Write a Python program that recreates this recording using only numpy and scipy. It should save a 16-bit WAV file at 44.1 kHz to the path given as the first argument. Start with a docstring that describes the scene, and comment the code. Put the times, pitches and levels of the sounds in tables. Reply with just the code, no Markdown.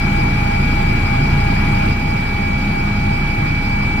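"""Five helicopter rotor blades thump on the cabin, heard from inside while cruising over the sea.
Each passing blade gives the cabin a push. The meshing teeth of the gearbox sing a loud whine, two
close tones that beat against each other, and softer ones; the rotor makes them flutter, which adds
side tones. Behind them rushing air roars, a seal hisses and the turbines whistle faintly.
Halfway through, it all gets a bit quieter."""
import sys
import numpy as np
from scipy import signal
from scipy.io import wavfile

SR = 44100
rng = np.random.default_rng(int(sys.argv[2]) if len(sys.argv) > 2 else 0)


def generate_wav(sig):
    """Save sig (samples, or channels by samples) to the path in sys.argv[1] as 16-bit PCM at SR."""
    pcm = np.round(np.clip(np.atleast_2d(sig).T, -1, 1) * 32767).astype(np.int16)
    wavfile.write(sys.argv[1], SR, pcm)


N = 176400
T = np.arange(N) / SR
BLADES, BLADE_HZ, FIRST_BLADE_S = 5, 28.93, 0.0153  # BLADE_HZ counts blade passes per second
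FLUTTER_HZ = 8.7


def from_db(db):
    """Turn decibels into a gain."""
    return 10 ** (np.asarray(db) / 20)


def unit_power(x):
    """Scale to an average power of 1."""
    return x / np.sqrt(np.mean(np.abs(x) ** 2) + 1e-20)


def in_time(rows):
    """Read a table's columns at every sample."""
    times, *columns = np.transpose(rows)
    return [np.interp(T, times, c) for c in columns]


def at_hz(rows, hz):
    """Read a table's columns at one frequency."""
    freqs, *columns = np.transpose(rows)
    return [np.interp(np.log(hz), np.log(freqs), c) for c in columns]


def drift(hz):
    """A smooth random wobble of size about 1, mostly slower than hz."""
    step = 40
    pole = np.exp(-2 * np.pi * hz * step / SR)
    noise = rng.standard_normal(N // step + 2002)
    slow = signal.lfilter([1], [1, -2 * pole, pole * pole], noise)[2000:]
    return np.interp(np.arange(N) / step, np.arange(len(slow)), unit_power(slow))


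def pan(db):
    """Left and right gains, with the left louder by db."""
    return unit_power(from_db([[db / 2], [-db / 2]]))


def blade_wave(delay_s, multiple=1):
    """A wave that peaks delay_s after each blade passes."""
    return np.cos(2 * np.pi * multiple * BLADE_HZ * (T - FIRST_BLADE_S - delay_s))


def flutter():
    """A wobble that is partly random and partly repeats with each rotor turn."""
    times = np.linspace(0, N / SR, N // 40)
    per_turn = np.arange(-15, 16)
    weight = np.where(per_turn % BLADES, 0.27, 1)  # multiples of the blade rate count most
    weight = weight * (per_turn != 0) / np.hypot(1, per_turn / BLADES)
    cycles = np.outer(per_turn * BLADE_HZ / BLADES, times) + rng.random((len(per_turn), 1))
    repeating = unit_power((weight[:, None] * np.exp(2j * np.pi * cycles)).sum(0))
    chance = drift(FLUTTER_HZ) + 1j * drift(FLUTTER_HZ)
    return unit_power(np.interp(T, times, repeating) + 0.74 * chance)


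def tone(cycles, lead, depth):
    """A tone that flutters differently in each ear, the left ahead by lead radians; play its .real."""
    steady = np.sqrt(2) * np.exp(2j * np.pi * (cycles + rng.random()))
    return np.array([steady * (np.exp(1j * phase) + depth * flutter()) for phase in (lead, 0)])


# The roar from bass to treble: f/Hz, level/dB, pan/dB, how alike the two ears are (-1 to 1)
ROAR_BANDS = [(20, -64, 2, 0.99), (45, -51.5, -5, 0.83), (71, -47, 2.5, 1), (112, -38.5, -0.3, 0.99),
              (163, -43, 1.5, 1), (221, -44.5, -1.3, 0.92), (283, -50, -1.5, 0.99), (362, -52.5, -2, 0.68),
              (420, -58, -7, -0.064), (522, -63, -6, 0.11), (655, -63, -9, -0.13), (754, -60, -1.5, -0.44),
              (853, -54.5, -5, 0.15), (1016, -60.5, -10, -0.48), (1250, -60, -3, 0.24),
              (1550, -63.5, 1.5, 0.34), (1870, -62, 3.5, -0.45), (2110, -63.5, -5, -0.024),
              (2320, -59, 9.5, 0.17), (2600, -67, -4, -0.26), (2950, -69.4, -11, 0.1),
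              (3300, -73.5, -7.5, 0.43), (3800, -73.5, -3.5, 0.18), (4300, -77, -4, -0.088),
              (4690, -73, -7, -0.2), (5300, -79, 2, 0.06), (6300, -83.5, 0.5, -0.03),
              (7660, -88, 2.4, 0.01), (10000, -89, 0.5, -0.014), (12500, -91, 4, 0.01),
              (15500, -92, -5, -0.0)]
# How the roar pulses with each blade: f/Hz, depth (0-1), delay/s
BLADE_PULSE = [(150, 0, -0.0078), (400, 0.01, -0.0066), (1200, 0.27, -.012), (5000, 0.14, .013),
               (8500, 0, .013), (11000, 0.16, 0.017), (14000, 0.05, 0.021)]

def air_roar():
    """Swirling air and the engines make a wide noise that pulses as the blades pass."""
    out, edges = 0, 20 * 2 ** (np.arange(50) / 5)  # five bands per octave
    white = rng.standard_normal((2, 2, N)) * np.sqrt(SR / 2)
    for k, (low, high) in enumerate(zip(edges, edges[1:])):
        band = signal.butter(3, [low, high], "band", fs=SR, output="sos")
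        shared, opposite = signal.sosfilt(band, white[k % 2])
        centre_hz = np.sqrt(low * high)
        db, pan_db, alike = at_hz(ROAR_BANDS, centre_hz)
        depth, delay_s = at_hz(BLADE_PULSE, centre_hz)
        noise = np.sqrt((1 + alike) / 2) * shared + np.sqrt((1 - alike) / 2) * opposite * [[1], [-1]]
        gain = from_db(db + 0.5 + 1.5 * drift(hz=9.8))
        out = out + noise * pan(pan_db) * gain * (1 + depth * blade_wave(delay_s))
    return out


def seal_hiss(hz=10950, width_hz=370, db=-56.5):
    """Air leaks through a seal in a thin hiss that puffs with each blade."""
    b, a = signal.iirpeak(hz, hz / width_hz, fs=SR)
    hiss = unit_power(signal.lfilter(b, a, rng.standard_normal((2, N))))
    _, delay_s = at_hz(BLADE_PULSE, hz)
    return from_db(db) * hiss * (1 + .35 * blade_wave(delay_s))


# Turbine whistles: f/Hz, level/dB, pan/dB, left lead/rad
WHISTLES = [(5510, -61, -2, -.1), (6674, -56, 1, -2.9), (7800, -59, 9, -2.2), (13353, -65, -2, 2.2)]

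def turbines(wander_hz=1.8):
    """The spinning turbines make thin whistles that wander slightly in pitch."""
    out = 0
    for hz, db, pan_db, lead in WHISTLES:
        cycles = np.cumsum(hz + wander_hz * drift(hz=1.94)) / SR
        out = out + from_db(db) * pan(pan_db) * tone(cycles, lead, depth=0.43).real
    return out


def surging_gear(shaft_s, hz=4903, wander_hz=6.66, peak_s=.028, rise_db_per_s=0.1):
    """A high gear tone swells twice per rotor turn, first strongly, then weakly."""
    turn = 2 * np.pi * BLADE_HZ / BLADES * (T - peak_s)
    swell = 1 + .7 * np.cos(2 * turn) + .35 * np.cos(turn)
    cycles = hz * shaft_s + np.cumsum(wander_hz * drift(FLUTTER_HZ)) / SR
    surge = unit_power(swell * tone(cycles, lead=np.pi, depth=.3).real)
    return from_db(-43.5 + rise_db_per_s * T) * pan(db=-9) * surge


# Softer gear tones, plus side tones where the rotor makes the main whine and twin tones flutter:
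# f/Hz, level/dB, pan/dB, left lead/rad, flutter (0-1)
SOFT_TONES = [(452, -47, -5, -1.4, .2), (673, -38, -7, -2.4, .15), (729, -43, -3, 3, .2),
              (794, -46, -9, 2.8, .2), (850, -41, -6, 1.5, .3), (881, -45, -8, 2, .3),
              (1235, -46, -4, 2, .5), (1346, -40, 3, -1.9, .2), (1394, -45, -5, .6, .3),
              (1441, -43, -1, .1, .6), (1934, -47, 4, -1.1, .5), (1977, -48, 5, -.2, .3),
              (2091, -44, 8, 1.9, .3), (2233, -45, -2, -.9, .4), (2350, -45, 1, 1.1, .3),
              (2459, -42, 0, 1.8, .3), (2471, -34.5, -5, 2.4, .25), (2725, -49, -8, -2.6, .4),
              (2755, -42, 1, 3, .3), (3112, -50, -6, -.7, .4), (3282, -54, -2, .8, .5),
              (3366, -52, -11, 2, .5), (4078, -48.5, -10, 2.8, .3), (4102, -48.5, -13, -2.9, .3),
              (4583, -47.5, -4, 2.2, .4), (4667, -56, 1, 1.2, .4)]

def soft_tones(shaft_s):
    """Quiet gear tones and the side tones of the rotor's flutter all follow the shaft's speed."""
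    return sum(from_db(db + .7) * pan(pan_db) * tone(hz * shaft_s, lead, depth).real
               for hz, db, pan_db, lead, depth in SOFT_TONES)


# Twin tones and their octave: pitch multiple, level/dB, pan/dB, left lead/rad, flutter (0-1)
TWIN_TONES = [(1, -26, -3, 2.7, .14), (2, -39, 6, 1.1, .5)]

def twin_gears(shaft_s, hz=820.4, beat_hz=3.1, peak_s=.2):
    """Two close gear tones, one from each engine, throb as they slip in and out of step."""
    out, second = 0, from_db([[4], [-8]])  # the second twin is louder on the left, softer on the right
    for multiple, db, pan_db, lead, depth in TWIN_TONES:
        slip = np.exp(2j * np.pi * multiple * beat_hz * (T - peak_s))
        beat = (1 + second * slip) / np.hypot(1, second)
        first = tone(multiple * hz * shaft_s, lead, depth)
        out = out + from_db(db) * pan(pan_db) * (beat * first).real
    return out


# The whine at each ear: t/s, left level/dB, right level/dB, left lead/rad
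WHINE_AT_EARS = [(0, -21, -33, -1.35), (1.0, -21.5, -34, -.8), (1.6, -24, -33.5, -0.64),
                 (2.0, -24.5, -27.5, -1), (2.35, -23.5, -22.5, -0.99), (2.85, -22, -27, -1.0),
                 (3.2, -23, -23, -1.4), (3.65, -21.5, -21.5, -1.75), (4, -20, -20.5, -1.5)]

def main_whine(pitch_hz):
    """The main gears whine; shifting standing waves move the sound from the left towards the middle."""
    left_db, right_db, lead = in_time(WHINE_AT_EARS)
    return from_db([left_db, right_db]) * tone(np.cumsum(pitch_hz) / SR, lead, depth=.17).real


# Pitch of the main gears: t/s, f/Hz
GEAR_PITCH = [(0.0, 2292), (2.82, 2289), (4.0, 2294)]

def gearbox():
    """All the gearbox's tones rise and fall slightly with the speed of the shaft."""
    pitch_hz, = in_time(GEAR_PITCH)
    shaft_s = np.cumsum(pitch_hz / pitch_hz.mean()) / SR  # a clock that runs at the shaft's pace
    return main_whine(pitch_hz) + soft_tones(shaft_s) + twin_gears(shaft_s) + surging_gear(shaft_s)


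# The deep tones that make up a thump: multiple of the blade rate, level/dB
THUMP_TONES = [(1, -19.5), (2, -26), (3, -25.5), (4, -39), (5, -25), (7, -26.5)]
# How the thumping swells and eases: t/s, level/dB
THUMP_SWELL = [(0, -1), (.55, -0.5), (.8, 2), (1.05, -1), (1.45, 1.5), (1.8, -.5), (2.4, -2), (3.2, 0),
               (4, -0.5)]

def rotor_thump(lag_s=.0006):
    """Each passing blade pushes on the cabin; the higher tones come later and are less steady."""
    out = 0
    for multiple, db in THUMP_TONES:
        waver = unit_power(1 + .11 * multiple * drift(hz=10.8))
        push = np.sqrt(2) * blade_wave(lag_s * (multiple - 1), multiple)
        out = out + from_db(db) * waver * push
    swell_db, = in_time(THUMP_SWELL)
    return from_db(swell_db) * out


def scene():
    """Gears, rotor, air and turbines mix in the cabin."""
    return gearbox() + rotor_thump() + air_roar() + seal_hiss() + turbines()


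# Loudness of the whole sound: t/s, level/dB
OVERALL_LEVEL = [(0, -1), (1.91, -0.5), (1.94, -2.5), (4, -3)]

def record(dry, ceiling=.85, cutoff_hz=15750):
    """Step the level down halfway, round off the tallest peaks and cut the highest treble."""
    level_db, = in_time(OVERALL_LEVEL)
    x = dry * from_db(level_db)
    rounded = x / (1 + (x / ceiling) ** 10) ** .1
    return signal.sosfilt(signal.ellip(12, .1, 80, cutoff_hz, fs=SR, output="sos"), rounded)


dry = scene()
out = record(dry)
generate_wav(out)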